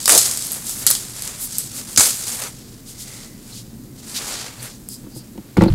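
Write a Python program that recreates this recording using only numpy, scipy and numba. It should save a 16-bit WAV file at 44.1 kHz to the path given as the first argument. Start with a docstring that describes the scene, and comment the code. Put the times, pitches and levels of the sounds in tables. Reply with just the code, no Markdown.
"""Desk in a small room, close microphone: a thick folded card board is pulled from crinkly wrapping,
handled and unfolded. Creases crack or tick as noise bursts that knock the card panel; the wrapping rustles
as dense stick-slip grains; brushing, squeaks and one low woody rumble are swelling band noise; the board
bumps the desk, ringing its modes. Computer fans rumble as coloured noise with a low hum. The loudest
cracks clip."""
import sys
import numpy as np
from scipy import signal
from scipy.fft import rfft, irfft
from scipy.io import wavfile
from scipy.ndimage import uniform_filter1d
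from numba import njit

SR = 44100
rng = np.random.default_rng(int(sys.argv[2]) if len(sys.argv) > 2 else 0)


def output_pcm(signal):
    """Save a mono or channel-first signal as 16-bit PCM at the path in sys.argv[1].

    Samples are clipped to [-1, 1] before scaling.
    """
    pcm = np.clip(np.atleast_2d(signal).T, -1, 1) * 32767
    wavfile.write(sys.argv[1], SR, np.round(pcm).astype(np.int16))


N = 253134  # samples


def undb(db):
    """Amplitude gain from dB."""
    return 10 ** (np.asarray(db) / 20)


def unit(x):
    """Scale to rms 1."""
    return x / np.sqrt(np.mean(x ** 2))


@njit
def state_variable_filter(x, hz, width_hz):
    """Band-pass of two integrators with moving centre, gain 1 at the centre."""
    y, band_state, low_state = np.empty(len(x)), 0., 0.
    for i in range(len(x)):
        g = np.tan(np.pi * hz[i] / SR)
        damping = width_hz[i] / hz[i]
        v = (band_state + g * (x[i] - low_state)) / (1 + g * (g + damping))
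        band_state = 2 * v - band_state
        low_state = low_state + 2 * g * v
        y[i] = damping * v
    return y


def band(x, hz, width_hz):
    """Band-pass with fixed or moving centre and width."""
    centre_hz = np.clip(hz + np.zeros(len(x)), 20., .45 * SR)
    return state_variable_filter(x, centre_hz, width_hz + np.zeros(len(x)))


def walk(rate_hz):
    """Random levels held 1 / rate_hz seconds and slewed twice."""
    hold = int(SR / rate_hz)
    steps = np.repeat(rng.standard_normal(N // hold + 1), hold)
    return uniform_filter1d(uniform_filter1d(steps, hold), hold)[:N]


def add(out, start_s, sound):
    """Mix a sound in at start_s."""
    i = int(start_s * SR)
    out[i:i + len(sound)] += sound[:N - i]


def shape(x, points):
    """Colour a sound by (Hz, dB) points, joined over log frequency."""
    points_hz, points_db = np.transpose(points)
    hz = np.arange(1, N // 2 + 2) * SR / N
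    return irfft(rfft(x) * undb(np.interp(np.log(hz), np.log(points_hz), points_db)), N)


def fan_hum():
    """One low fan tone of wavering level."""
    hum_hz, hum_db = 27.985, -52.5
    return undb(hum_db + 2.895 * walk(2.2)) * np.sin(2 * np.pi * hum_hz * np.arange(N) / SR)


# Fan air noise spectrum: f/Hz, relative level/dB per Hz
FAN_SPECTRUM = [(19, -44), (32, -5.5), (91, -9), (124, 3.5), (156, -7), (219, -0.5), (409, -14.5),
                (653, -24), (1070, -28), (1430, -30), (1750, -30.5), (2220, -33.5), (4970, -36),
                (5650, -34), (16000, -29)]


def fans():
    """Air noise whose rumble bands flicker a little, each on its own."""
    air = unit(shape(rng.standard_normal(N), FAN_SPECTRUM))
    out = air
    for hz in (60., 120., 215., 320.):
        flicker = undb(1.8 * walk(6.)) - 1
        out = out + flicker * band(air, hz, .5 * hz)
    return undb(-40.5) * out


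def room(x):
    """The walls add a short diffuse tail of decaying noise."""
    t60_s, tail_db = 0.26164, -6
    t = np.arange(int(.5 * SR)) / SR
    tail = band(rng.standard_normal(len(t)), 5333, 11993.0)
    tail = tail * undb(-60 * t / t60_s) * np.minimum(t / 0.006, 1)
    tail = tail / np.sqrt(np.sum(tail ** 2))
    return x + undb(tail_db) * signal.fftconvolve(x, tail)[:N]


# Card panel resonances: f/Hz, width/Hz, level/dB
PANEL_MODES = [(480.18, 231.65, 9), (774, 490, 2), (1296, 670, 1), (2022.5, 888, -4.5), (3007, 3700, 0)]


def panel(x):
    """The stiff card panel answers with a few broad resonances."""
    return sum(undb(db) * band(x, hz, width_hz) for hz, width_hz, db in PANEL_MODES)


# Board against hand or desk: t/s, level/dB, contact/ms, edge tick relative level/dB
BUMPS = [(1.976, -13, 3.229, -40), (5.039, -29, 1.1, -32), (5.065, -25.5, 1.141, -28),
         (5.161, -26.5, 0.99, -28), (5.353, -29.5, 0.98, -30), (5.377, -21.5, 1.1385, -12),
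         (5.5683, -6.5, 0.52, -23), (5.571, -12, 0.75, -6.5), (5.578, 2, 1.54, -28.5),
         (5.6093, -2, 0.58, -27), (5.62, 0, 0.705, -16.5), (5.637, -3, 0.8, -15.5), (5.658, -3, 1.35, -34),
         (5.682, -11, 0.77, -28), (5.701, 7.5, 8.025, -38), (5.722, 2.5, 8.443, -39.5)]
# Desk modes before the scatter of each blow: f/Hz, level/dB, t60/s
DESK_MODES = [(55.71, -10, 0.09675), (90, -6, 0.13), (119, 2.5, 0.044), (186.5, 1, 0.11),
              (216.09, 2, 0.08967), (311.17, 1, 0.097), (343, 1, 0.08458), (517, -2.5, 0.04785),
              (695, -11, 0.074), (893, -1.5, 0.04167), (1154, -15, 0.09966), (1446, -6.5, 0.0441),
              (2090, 0, .03)]


def desk_ring(t):
    """Decaying sines of alternating sign; every blow lands on another spot, shifting level and pitch."""
    ring = np.zeros(len(t))
    for k, (hz, db, t60_s) in enumerate(DESK_MODES):
        level_shift, pitch_shift = rng.standard_normal(2)
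        envelope = undb(db + 2.0 * level_shift - 60 * t / t60_s)
        ring += (-1) ** k * envelope * np.sin(2 * np.pi * hz * (1 + 0.042 * pitch_shift) * t)
    return ring


def bumps():
    """A soft push rings the desk, a longer contact only its low modes; the edge ticks, the panel rattles."""
    out, t = np.zeros(N), np.arange(12000) / SR
    for start_s, db, contact_ms, tick_db in BUMPS:
        push = np.hanning(int(max(contact_ms, .2) * SR / 1000) + 3)
        thud = np.convolve(desk_ring(t), push / push.sum())[:len(t)]
        tick = band(rng.standard_normal(len(t)) * undb(-60 * t / 0.022), 2000., 4000.0)
        rattle = band(panel(rng.standard_normal(len(t))), 890.0, 1440.0)
        rattle = rattle * undb(-60 * t / 0.11) / contact_ms ** 0.84  # weaker for soft contacts
        blow = undb(-23) * rattle + undb(-8.0) * thud + undb(tick_db) * tick
        add(out, start_s, undb(db) * blow)
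    return out


# Brushing strokes over the card; the first row is a low woody rumble of the board:
# middle t/s, level/dB, f/Hz, length at half height/s
BROAD_STROKES = [(0.147, -22, 513, 0.064), (0.704, -27, 8350, 0.085), (0.8, -30.5, 8800, 0.091),
                 (1.435, -25.5, 9720, 0.06165), (1.777, -30, 7672, 0.064), (2.897, -38, 6800, 0.05992),
                 (3.016, -33, 7160, 0.047), (3.574, -37, 5900, 0.076), (3.994, -44.5, 5890, 0.026),
                 (4.17, -24, 4900, 0.039), (4.645, -37.5, 9616, 0.058), (4.931, -37, 8900, 0.054),
                 (5.175, -39, 8230, 0.04231), (5.623, -41, 3500, .07), (5.725, -47, 4500, .04)]
# Narrow, whistling rubs: same columns
SQUEAKS = [(3.15, -52.5, 2041, 0.33), (3.53, -41.5, 4200, .012), (4.6, -44.5, 4450, 0.022),
           (4.931, -42, 4993, .07), (5.174, -48, 4848, 0.1), (5.685, -36, 4240, 0.017)]


def strokes_and_rumble():
    """Brushing, squeaks and the woody rumble swell and fade as band noise, little far below the centre."""
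    out = np.zeros(N)
    for strokes, relative_width in ((BROAD_STROKES, 0.97), (SQUEAKS, 0.0956)):
        for middle_s, db, hz, length_s in strokes:
            width_hz = relative_width * hz
            swell = np.hanning(int(2 * length_s * SR))
            noise = band(rng.standard_normal(len(swell)), hz, width_hz)
            noise = band(noise, hz, 4.286 * width_hz)
            noise = signal.sosfilt(signal.butter(2, 0.38 * hz, "high", fs=SR, output="sos"), noise)
            add(out, middle_s - length_s, undb(db) * swell * unit(noise))
    return out


# Steady hand work: t/s, rustle level/dB, card panel relative level/dB
HANDS = [(0, -27, -16), (.05, -29.5, -20.5), (.5, -33, -13), (.86, -36, -6), (1.13, -37.5, -12),
         (1.28, -31, -10.5), (1.4, -40, -10), (1.56, -29.5, -16.5), (1.7, -36.5, -12.5),
         (1.95, -36.5, -7.5), (2.23, -33.5, -16), (2.35, -27, -11), (2.46, -35, -7.5), (2.51, -40, -14),
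         (2.82, -51.5, -9), (3.07, -35.5, -12), (3.25, -39, -10), (3.35, -51.5, -13), (3.5, -41.5, -9.5),
         (3.7, -52, -14), (3.92, -54, -10), (4.1, -37, -8.5), (4.21, -31.5, 1), (4.25, -28, -5.5),
         (4.46, -32.5, -3), (4.5, -40, -3.5), (4.56, -44.5, -5), (4.66, -37, -4), (4.8, -49.5, -16),
         (5.55, -54.5, -3)]
# Hard tugs at the wrapping: t/s, rustle level/dB, settling/dB per s, card panel relative level/dB
TUGS = [(.1, -12.5, 57, -13), (.88, -22.5, 92, -12.5), (1.989, -13.5, 83.5, -13.5)]
TUG_RISE_S = 0.025


def handling(t):
    """Gains of film and card: steady hand work plus each tug and its settling, added as powers."""
    hands_s, hands_db, hands_panel_db = np.transpose(HANDS)
    film_power = undb(np.interp(t, hands_s, hands_db)) ** 2
    card_power = film_power * undb(np.interp(t, hands_s, hands_panel_db)) ** 2
    for start_s, db, settle_db_per_s, panel_db in TUGS:
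        age_s = t - start_s
        tug = undb(db - settle_db_per_s * age_s) ** 2 * np.clip(age_s / TUG_RISE_S, 0, 1)
        film_power = film_power + tug
        card_power = card_power + tug * undb(panel_db) ** 2
    return np.sqrt(film_power), np.sqrt(card_power)


FILM_HZ, SKIN_HZ = 7520, 6590  # rustle centre before drift
FILM_UNTIL_S = 2.5
FILM_SPREAD_DB, SKIN_SPREAD_DB = 2.8, 2.2  # unevenness of grains: film crackles, skin on card hisses
GRAINS_PER_S = 3000.


def rustle():
    """Dense stick-slip grains of uneven size in a bright resonance; the panel sounds along."""
    t = np.arange(N) / SR
    film_gain, card_gain = handling(t)
    hz = np.where(t < FILM_UNTIL_S, FILM_HZ, SKIN_HZ) * (1 + .07 * walk(12.))
    spread_db = np.where(t < FILM_UNTIL_S, FILM_SPREAD_DB, SKIN_SPREAD_DB)
    sizes = undb(spread_db * np.minimum(rng.exponential(size=N), 4.5))
    slips = (rng.random(N) < GRAINS_PER_S / SR) * sizes
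    smear = np.exp(-np.arange(300) / (0.001717 * SR))  # decay of slip power
    grain_level = np.sqrt(np.convolve(slips ** 2, smear)[:N])
    film, card = grain_level * rng.standard_normal((2, N))

    bright = band(band(film, hz, 1.02 * hz), hz, 1.53 * hz)
    bright = bright + undb(-21 + 1.9 * walk(25.197)) * band(film, 10000.0, 10500.0)
    mottle = undb(1.6 * walk(30.)) - 1  # of the lower edge
    bright = bright + mottle * band(bright, 4300., 2750.0)
    boxy = unit(band(panel(card), 1510.0, 3693.0))
    patchy = undb(1.6 * walk(40.))
    return patchy * (film_gain * unit(bright) + card_gain * undb(2.2 * walk(15.)) * boxy)


def small_cracks():
    """Lesser creases give way at random moments in the film, as loud as the film is busy."""
    count, max_over_rustle_db, knock_db = 50, 10.5, -24.5
    when, colour, size = rng.random((count, 3)).T
    start_s = when * FILM_UNTIL_S
    db = 20 * np.log10(handling(start_s)[0]) + max_over_rustle_db - 18.0 * size
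    hz = FILM_HZ * (1 + 0.502 * colour)
    return [(s, level, f, knock_db) for s, level, f in zip(start_s, db, hz)]


# Creases snapping at set moments, from loud cracks to faint ticks:
# t/s, snap peak level/dB, f/Hz, panel knock relative level/dB
CRACKS = [(0.0571, -1, 7800, -16), (0.0786, 7.5, 8100, -10.5), (0.0885, 0, 9000, -19.5),
          (0.0934, 8.5, 7650, -10.5), (0.1014, 3.5, 7710, -21.5), (0.11, 2.5, 8000, -20),
          (0.1208, 3, 7924, -20), (0.1498, 5, 8350, -23), (0.177, 9.5, 8056, -34), (0.1857, -8, 8000, -29),
          (0.191, -7, 8000, -30), (0.2561, -4, 7600, -18.5), (0.312, -4.5, 7314, -25),
          (0.3732, -6, 7280, -18), (0.423, -10.5, 7404, -24), (0.4502, -12, 9300, -25),
          (0.469, -11.5, 9743, -34), (0.519, -6.5, 10910, -31.5), (0.5238, -15, 9160, -32),
          (0.5474, -19, 7800, -29), (0.532, -8.5, 9347, -37), (0.6686, -13, 7550, -28),
          (0.695, -7.5, 8013, -18), (0.8657, 6, 8690, -15), (0.874, -1, 6000, -30.5),
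          (0.9033, 1.5, 11800, -14.5), (0.9108, 2, 8500, -19), (0.9514, -5, 6320, -17),
          (1.213, -25.5, 8800, -29), (1.2219, -10, 9034, -24), (1.2511, -17, 11000, -27),
          (1.276, -10.5, 7824, -16), (1.5836, -2.5, 9518, -45.5), (1.9618, -3, 5322, -21),
          (1.9748, 10.5, 6853, -10.5), (1.9966, 4, 7814, -10.5), (2.0071, 5.5, 7350, -8.5),
          (2.438, -13.5, 7218, -34), (4.6287, -18, 9300, -26), (4.8879, -12.5, 10160, -25),
          (4.942, -21, 7264, -36)]
CRACK_T60_AT_0_DB_S = 0.021953


def cracks():
    """Each crease snaps as a noise burst in its own colour and knocks the panel; big snaps last longer."""
    out, t = np.zeros(N), np.arange(3000) / SR
    for start_s, db, hz, knock_db in [*CRACKS, *small_cracks()]:
        t60_s = CRACK_T60_AT_0_DB_S * undb(0.4764 * db)
        decay = undb(-60 * t / t60_s) + 1.3 * undb(-60 * t / 0.0039)
        burst = rng.standard_normal(len(t)) * decay * np.minimum(t / 0.00013, 1)
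        snap = band(band(burst, hz, 0.9295 * hz), hz, 1.48 * hz)
        snap = snap + undb(-17.0) * band(burst, 14400.0, 6667.0)
        knock = band(panel(burst), 1600.0, 1840.0)  # too short a blow for the lowest panel modes
        snap = snap / np.abs(snap).max()
        knock = knock / np.abs(knock).max()
        add(out, start_s, undb(db) * (snap + undb(knock_db) * knock))
    return out


def scene():
    """Fans and hum, bumps, strokes and rustle direct; cracks with the tail of the room."""
    background = fan_hum() + fans()
    return (background + bumps() + strokes_and_rumble() + rustle() + room(cracks()))[None]


# Microphone response: f/Hz, level/dB
MIC_RESPONSE = [(2200, 0.5), (3000, 0.5), (3800, 1.5), (4800, 1.5), (5800, -2), (7700, 0.5), (10000, 0.5),
                (13000, 1.5), (16000, -3)]
TOP_HZ = 15750


def record(dry):
    """The microphone colours the treble, the input clips at full scale and the top is cut."""
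    clipped = np.clip(shape(dry[0], MIC_RESPONSE), -1, 1)[None]
    top_cut = signal.ellip(10, .2, 70, TOP_HZ, fs=SR, output="sos")
    return signal.sosfilt(top_cut, clipped)


dry = scene()
out = record(dry)
output_pcm(out)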